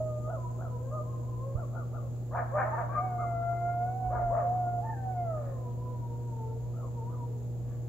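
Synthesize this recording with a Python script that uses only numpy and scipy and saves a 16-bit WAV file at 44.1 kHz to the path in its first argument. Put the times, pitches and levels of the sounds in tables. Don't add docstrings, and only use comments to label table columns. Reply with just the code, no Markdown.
import sys
import numpy as np
from scipy import signal
from scipy.fft import rfft, irfft, next_fast_len
from scipy.io import wavfile

SR = 44100
rng = np.random.default_rng(int(sys.argv[2]) if len(sys.argv) > 2 else 0)


def unload_wav(signal):
    wavfile.write(
        sys.argv[1],
        SR,
        np.round(np.clip(np.atleast_2d(signal).T, -1, 1) * 32767).astype(np.int16),
    )


N = 347803

# (time [s], pitch [Hz], fundamental [dB], second harmonic [dB])
OPENING_HOWL = [(0.0, 634, -33.5, -57), (0.17, 606, -46, -61), (0.255, 613, -45, -50.5),
                (0.29, 628, -36.5, -45), (0.31, 695, -41.5, -53)]
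WAVERING_HOWL = [(0.37, 530.0, -76, -52), (0.41, 501, -72.0, -55), (0.48, 486.7, -72, -47),
                 (0.62, 538, -61, -72), (0.77, 487, -54.5, -48), (0.92, 546, -54.0, -61),
                 (1.04, 491, -77, -63), (1.1, 541, -60, -51.5), (1.24, 487, -67, -58.5),
                 (1.29, 519, -63, -44.5), (1.36, 497.4, -67.0, -49), (1.47, 541, -47, -56.5),
                 (1.55, 542, -48.5, -62)]
LEAD_HOWL = [(2.975, 698.2, -42.5, -54), (3.04, 745.2, -35, -65), (3.19, 707.6, -38.5, -57),
             (3.37, 684.6, -35, -48), (3.8, 706.0, -34.5, -57), (3.89, 728.0, -29.5, -59.5),
             (3.98, 752.0, -42.5, -68.5), (4.06, 737, -31.5, -58.5), (4.34, 683, -34, -57),
             (4.56, 729, -32.5, -71), (4.68, 709, -34.5, -56), (4.8, 705.3, -37.5, -66),
             (4.9, 685, -54, -92)]
FALLING_HOWL = [(4.81, 756.5, -46, -86), (4.85, 902, -39, -58.5), (4.9, 889, -42.5, -57.5),
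                (4.97, 785, -48, -58), (5.11, 745, -35.5, -63), (5.24, 693, -35.5, -61.5),
                (5.34, 636.0, -42.5, -43), (5.42, 580.5, -41, -75), (5.55, 526, -55.5, -65.5),
                (5.68, 488.0, -58, -51.5), (5.77, 487.0, -54, -61.5), (5.89, 500.8, -53.5, -45.5),
                (6.13, 464.0, -58, -57), (6.24, 480.5, -61, -62), (6.4, 446.7, -52.0, -49.5),
                (6.53, 448, -50.5, -56), (6.72, 499, -67, -67)]
CLOSING_HOWL = [(6.92, 502.7, -76.0, -61), (7.02, 445.6, -52, -53), (7.12, 500, -58, -58),
                (7.18, 491.0, -59.0, -53.5), (7.24, 475, -56, -45.5), (7.29, 452, -55, -71.5),
                (7.39, 416, -55, -65), (7.46, 396, -67.5, -78)]
# (course [table], third harmonic at the start [dB re fundamental], at the end [dB re fundamental],
# share of the overtones scattered on the way [0-1], echo send [dB])
HOWLS = [(OPENING_HOWL, -51, -46, 0.11, -1), (WAVERING_HOWL, -17, -28, 0.5, 4.3),
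         (LEAD_HOWL, -30, -54.5, 0.13, -1), (FALLING_HOWL, -45.5, -21, .4, 1),
         (CLOSING_HOWL, -26, -30, 0.56, 1.5)]
# (crest time [s], length [s], crest pitch [Hz], arch depth [0-1], level [dB],
# second harmonic [dB re fundamental], roughness [0-1])
YIPS = [(0.319, 0.13, 749, 0.31, -46.5, -5.5, .33), (0.345, 0.053, 655, 0.05, -39.5, -10.5, 0),
        (0.628, .11, 711.5, .14, -49.5, -1, 0.36), (0.955, .11, 623.7, 0.05, -42, -2.5, 0.08),
        (1.595, 0.11, 704, 0.25, -47, -4, 0.3), (1.771, 0.13, 714, .22, -50, -0.5, 0.38),
        (1.957, 0.076, 700.6, 0.2, -51.5, 1, 0.3), (2.043, 0.071, 562, .08, -55, -6.5, 0.2),
        (2.926, 0.096, 584.5, 0.06, -54.5, 12.5, 0.25), (2.97, .06, 607.5, .02, -47, 15.5, 0.01),
        (3.209, 0.074, 649, .12, -52, 11, 0.23), (6.781, 0.13, 661, 0.1, -62, 3.5, 0.4),
        (6.84, 0.092, 553, 0.16, -55, 1.5, 0.5), (7.127, .09, 622, 0.1, -66.5, 9, .35)]
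# (frequency [Hz], gain [dB])
YIP_THROAT = [(250, -13.5), (500, 3), (1420, -1.5), (1580, -12), (2200, -22)]
# (crest time [s], length [s], crest pitch [Hz], arch depth [0-1], level [dB],
# brightness [dB/octave], roughness [0-1])
BARKS = [(2.376, .16, 785, .36, -33.5, 1.5, 0.65), (2.4, 0.053, 700, .08, -37.5, -10, 0.08),
         (2.561, .1, 608, .16, -31, -4, 0.3), (2.60, .155, 803, 0.44, -30.5, 5.5, 0.6),
         (2.677, .1, 660, 0.14, -36, 2, .4), (2.741, 0.11, 918, 0.16, -36, 1, .3),
         (2.792, .145, 704, .36, -34.5, 0.5, 0.7), (2.945, 0.17, 795, .06, -51, 21, 0.3),
         (4.158, .17, 726, .36, -34, -3.5, .45), (4.367, .2, 650, 0.38, -33.5, -4.5, 0.45),
         (4.891, .13, 910, .08, -45.5, 6, 0.07), (5.416, 0.4, 619, .1, -57, 6.5, 0.58),
         (7.72, .32, 573, .08, -69.5, 12, 0.56)]
# (frequency [Hz], gain [dB])
BARK_THROAT = [(150, -34.5), (350, -20), (500, 0.5), (640, 6), (850, 4), (1200, 2.5), (1500, -6),
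               (1720, -5), (2000, -18), (2250, -17), (2560, -31.5), (3600, -59.5)]
# (frequency [Hz], time to fall 60 dB [s])
RING_TIMES = [(300, 1), (700, 1.93), (1400, 1.1), (3000, 0.8)]
# (harmonic [number], level [dB])
HUM = [(1, -36.5), (2, -57), (3, -60.5), (4, -55.5), (5, -64.5)]
# (frequency [Hz], relative density [dB])
NIGHT_AIR = [(20, -13.5), (40, -8.5), (62, 4), (90, -1), (160, -5), (230, -10.5), (320, -11), (430, -14.5),
             (600, -15), (800, -20), (1000, -30.5), (1400, -37.5), (2000, -44.5), (5000, -63.5)]
# (frequency [Hz], coherence [0-1])
AIR_COHERENCE = [(25, 0.8), (70, 0.04), (290, 0.8), (640, 0.7), (1400, 0.94), (3000, 0.2)]
# (time [s], level [dB], pitch [Hz], decay [s], left minus right [dB])
BUMPS = [(1.551, -21, 83.5, 0.0084, -18), (1.565, -34, 42, 0.022, -12), (4.06, -35, 60.2, 0.069, -7),
         (4.155, -31, 63.5, 0.051, -8.5), (4.24, -33, 40, .06, -5.5), (6.63, -36, 56, 0.033, -5)]
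# (frequency [Hz], relative density [dB])
MIC_HISS = [(100, 3), (2500, 1), (4500, -0.5), (6000, -3.5), (8300, -10), (10000, -7.5), (12500, 0.5),
            (16000, -1.5)]
# (frequency [Hz], relative density [dB])
SIZZLE = [(5900, -37), (6250, -7.5), (6700, -5.5), (7150, -2), (7700, -8), (8200, -27.5)]
# (time [s], level [dB])
SIZZLE_LEVEL = [(0.5, -64.5), (1.4, -66), (7.89, -67)]


def howl(course, third_start_db, third_end_db, scattered, trim_db=0.76, flutter_hz=8, scatter_hz=24):
    times, *columns = np.transpose(course)
    t = np.arange(times[0], times[-1], 1 / SR)
    size = len(t)
    hz, first_db, second_db = (np.interp(t, times, c) for c in columns)
    mouth_db = 13 / (1 + ((3 * hz - 2098) / 35) ** 2)
    third_db = first_db + np.linspace(third_start_db, third_end_db, size) + mouth_db
    phase = folds(hz, jitter=0.0021, jitter_hz=61.4)
    voice = gain_of(first_db + 1.8 * waver(size, flutter_hz)) * np.sin(phase)
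    for k, db in enumerate([second_db, third_db], 2):
        stray = waver(size, scatter_hz) + 1j * waver(size, scatter_hz)
        paths = np.sqrt(1 - scattered) + np.sqrt(scattered / 2) * stray
        flutter = unit_rms(gain_of(2.5 * waver(size, flutter_hz)))
        voice += gain_of(db) * flutter * (paths * np.exp(1j * k * phase)).imag
    rasp = 1 + 0.075 * waver(size, 470)
    fades = signal.windows.tukey(size, 0.016 * SR / size)
    return times[0], np.sqrt(2) * gain_of(trim_db) * voice * rasp * fades


def yip(crest, length, crest_hz, depth, db, second_db, rough, rasp=2.5, clear_db=4):
    start, hz, swell = arch(crest, length, crest_hz, 0.9 * depth, depth, rise_share=0.42, edge_db=-4.5)
    size = len(hz)
    after_crest_s = start + np.arange(size) / SR - crest
    clear = np.clip(after_crest_s / 0.024, 0, 1)
    crack = rough * np.sqrt(swell) * (1 - 0.49 * clear)
    phase = folds(hz, jitter=0.08 * crack, jitter_hz=131)
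    levels = [db, db + second_db + clear_db * (clear - 0.5)]
    voice = sum(gain_of(level) * np.sin(k * phase) * unit_rms(1 + rasp * crack * waver(size, 260))
                for k, level in enumerate(levels, 1))
    throat = gain_of(curve_at(YIP_THROAT, np.fft.rfftfreq(size, 1 / SR)))
    return start, np.sqrt(2) * irfft(rfft(swell * voice) * throat, size)


def bark(crest, length, crest_hz, depth, db, bright_db, rough, breath=0.6, rasp=0.84, opening_db=14):
    start, hz, swell = arch(crest, length, crest_hz, depth, 0.6 * depth, rise_share=0.47, edge_db=-13)
    size = len(hz)
    swell *= np.minimum(np.linspace(0, 1, size) / 0.082, 1)
    phase = folds(hz, jitter=0.04 * rough, jitter_hz=119)
    hoarse = np.clip(rough * np.sqrt(swell), 0, 1)
    rushing_air = unit_rms(waver(size, 3800) * (1 + 2.1 * np.cos(phase)))
    drive = breath * hoarse * rushing_air
    for k in range(1, 6):
        fray = unit_rms(1 + rasp * k * hoarse * waver(size, 160))
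        beat = 1 + 2 * hoarse * np.cos(phase / 3 + 1.5 * waver(size, 35))
        drive += np.cos(k * phase + 2 * np.pi * rng.random()) * fray * beat / np.sqrt(k)
    f = np.fft.rfftfreq(size, 1 / SR)
    throat_db = curve_at(BARK_THROAT, f) + bright_db * np.log2(np.clip(f, 500, 2000) / 1000)
    spectrum = rfft(swell * drive) * gain_of(throat_db)
    treble = np.clip((f - 1100) / 900, 0, 1)
    jaws = gain_of(opening_db * np.minimum(np.linspace(-1, 1, size), 0.25))
    voice = irfft(spectrum * (1 - treble), size) + jaws * irfft(spectrum * treble, size)
    return start, gain_of(db) * unit_rms(voice) * np.sqrt(np.mean(swell ** 2))


def folds(hz, jitter, jitter_hz):
    return 2 * np.pi * np.cumsum(hz * (1 + jitter * waver(len(hz), jitter_hz))) / SR


def arch(crest, length, crest_hz, climb, sink, rise_share, edge_db):
    rise, fall = length * rise_share, length * (1 - rise_share)
    t = np.arange(-rise, fall, 1 / SR)
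    bend = np.sin(np.pi / 2 * np.where(t < 0, t / rise, t / fall)) ** 2
    hz = crest_hz * (1 - np.where(t < 0, climb, sink) * bend)
    swell = gain_of(edge_db * bend) * signal.windows.tukey(len(t), 0.2)
    return crest - rise, hz, swell


def pack(yip_send_db=4, bark_send_db=6):
    direct, thrown = np.zeros(N), np.zeros(N)
    voices = [(howl(*row), send_db) for *row, send_db in HOWLS]
    voices += [(yip(*row), yip_send_db) for row in YIPS]
    voices += [(bark(*row), bark_send_db) for row in BARKS]
    for (start, sound), send_db in voices:
        add(direct, start, sound)
        add(thrown, start, gain_of(send_db) * sound)
    return ports(direct + echoes(thrown))


def echoes(x, early_db=-8.5, early_s=0.041, tail_db=-17, taps_per_s=2000):
    t = np.arange(SR) / SR
    taps = rng.standard_normal((2, SR)) * (rng.random((2, SR)) < taps_per_s / SR) * (t > 0.003)
    early = taps * np.exp(-t / early_s)
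    hz, frame_s, bands = signal.stft(taps[:, ::-1] * np.minimum(t / 0.1, 1), SR, nperseg=256)
    decay = gain_of(-60 * frame_s / curve_at(RING_TIMES, hz)[:, None])
    tail = signal.istft(bands * decay, SR, nperseg=256)[1][:, :SR]
    response = (gain_of(early_db) * unit_rms(early) + gain_of(tail_db) * unit_rms(tail)) / np.sqrt(SR)
    return signal.fftconvolve(x[None], response, axes=1)[:, :N]


def ports(x, lead_s=0.00005):
    hz = np.fft.rfftfreq(N, 1 / SR)
    side_db = curve_at([(400, 4.5), (720, -2), (1150, 4.5), (2200, 2.0)], hz) / 2
    tilt = gain_of(side_db) * np.exp(1j * np.pi * hz * lead_s)
    return irfft(rfft(x) * np.array([tilt, 1 / tilt]), N)


def mains_hum(hz=120.02, left_lag_s=0.00032, overtone_waver=0.22):
    phase = 2 * np.pi * hz * (np.arange(N) / SR - np.array([[left_lag_s], [0]]))
    hum = np.zeros((2, N))
    for k, db in HUM:
        tone = gain_of(db) * np.sin(k * phase + 2 * np.pi * rng.random())
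        hum += tone * (1 + overtone_waver * (k > 1) * waver(N, 6.3))
    return np.sqrt(2) * hum


def night_air(db=-46):
    alike = curve_at(AIR_COHERENCE, np.fft.rfftfreq(N, 1 / SR))
    shared = np.sqrt(alike) * rfft(noise(NIGHT_AIR))
    separate = np.sqrt(1 - alike) * rfft([noise(NIGHT_AIR), noise(NIGHT_AIR)])
    return gain_of(db) * irfft(shared + separate, N)


def bumps(rise_s=0.0044):
    out, t = np.zeros((2, N)), np.arange(SR // 4) / SR
    for s, db, hz, decay, side_db in BUMPS:
        thud = np.sin(2 * np.pi * hz * t) * np.exp(-t / decay) * (1 - np.exp(-t / rise_s))
        add(out[0], s, gain_of(db + side_db / 2) * thud)
        add(out[1], s, gain_of(db - side_db / 2) * thud)
    return out


def microphone_hiss(db=-67.5, drift_hz=5):
    hiss = gain_of(db + 0.1 * waver(N, drift_hz)) * np.array([noise(MIC_HISS), noise(MIC_HISS)])
    sizzle_db = np.interp(np.arange(N) / SR, *np.transpose(SIZZLE_LEVEL)) + 0.96 * waver(N, drift_hz)
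    hiss[0] += gain_of(sizzle_db) * noise(SIZZLE)
    return hiss


def noise(points):
    size = next_fast_len(N)
    shape = gain_of(curve_at(points, np.fft.rfftfreq(size, 1 / SR)))
    return unit_rms(irfft(rfft(rng.standard_normal(size)) * shape, size)[:N])


def waver(size, rate_hz):
    length = next_fast_len(size + SR)
    lowpass = np.exp(-(np.fft.rfftfreq(length, 1 / SR) / rate_hz) ** 2)
    return unit_rms(irfft(rfft(rng.standard_normal(length)) * lowpass, length))[:size]


def gain_of(db):
    return 10 ** (np.asarray(db) / 20)


def unit_rms(x):
    return x / np.sqrt(np.mean(x ** 2) + 1e-20)


def curve_at(points, hz):
    f, value = np.transpose(points)
    return np.interp(np.log(hz + 1), np.log(f + 1), value)


def add(mix, s, sound):
    part = mix[max(round(s * SR), 0):][:len(sound)]
    part += sound[:len(part)]


def scene():
    return pack() + mains_hum() + night_air() + microphone_hiss() + bumps()


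def record(dry, edge_hz=15800):
    lowpass = signal.firwin(511, edge_hz, window=("kaiser", 9), fs=SR)
    return signal.oaconvolve(dry, lowpass[None], "same")


dry = scene()
out = record(dry)
unload_wav(out)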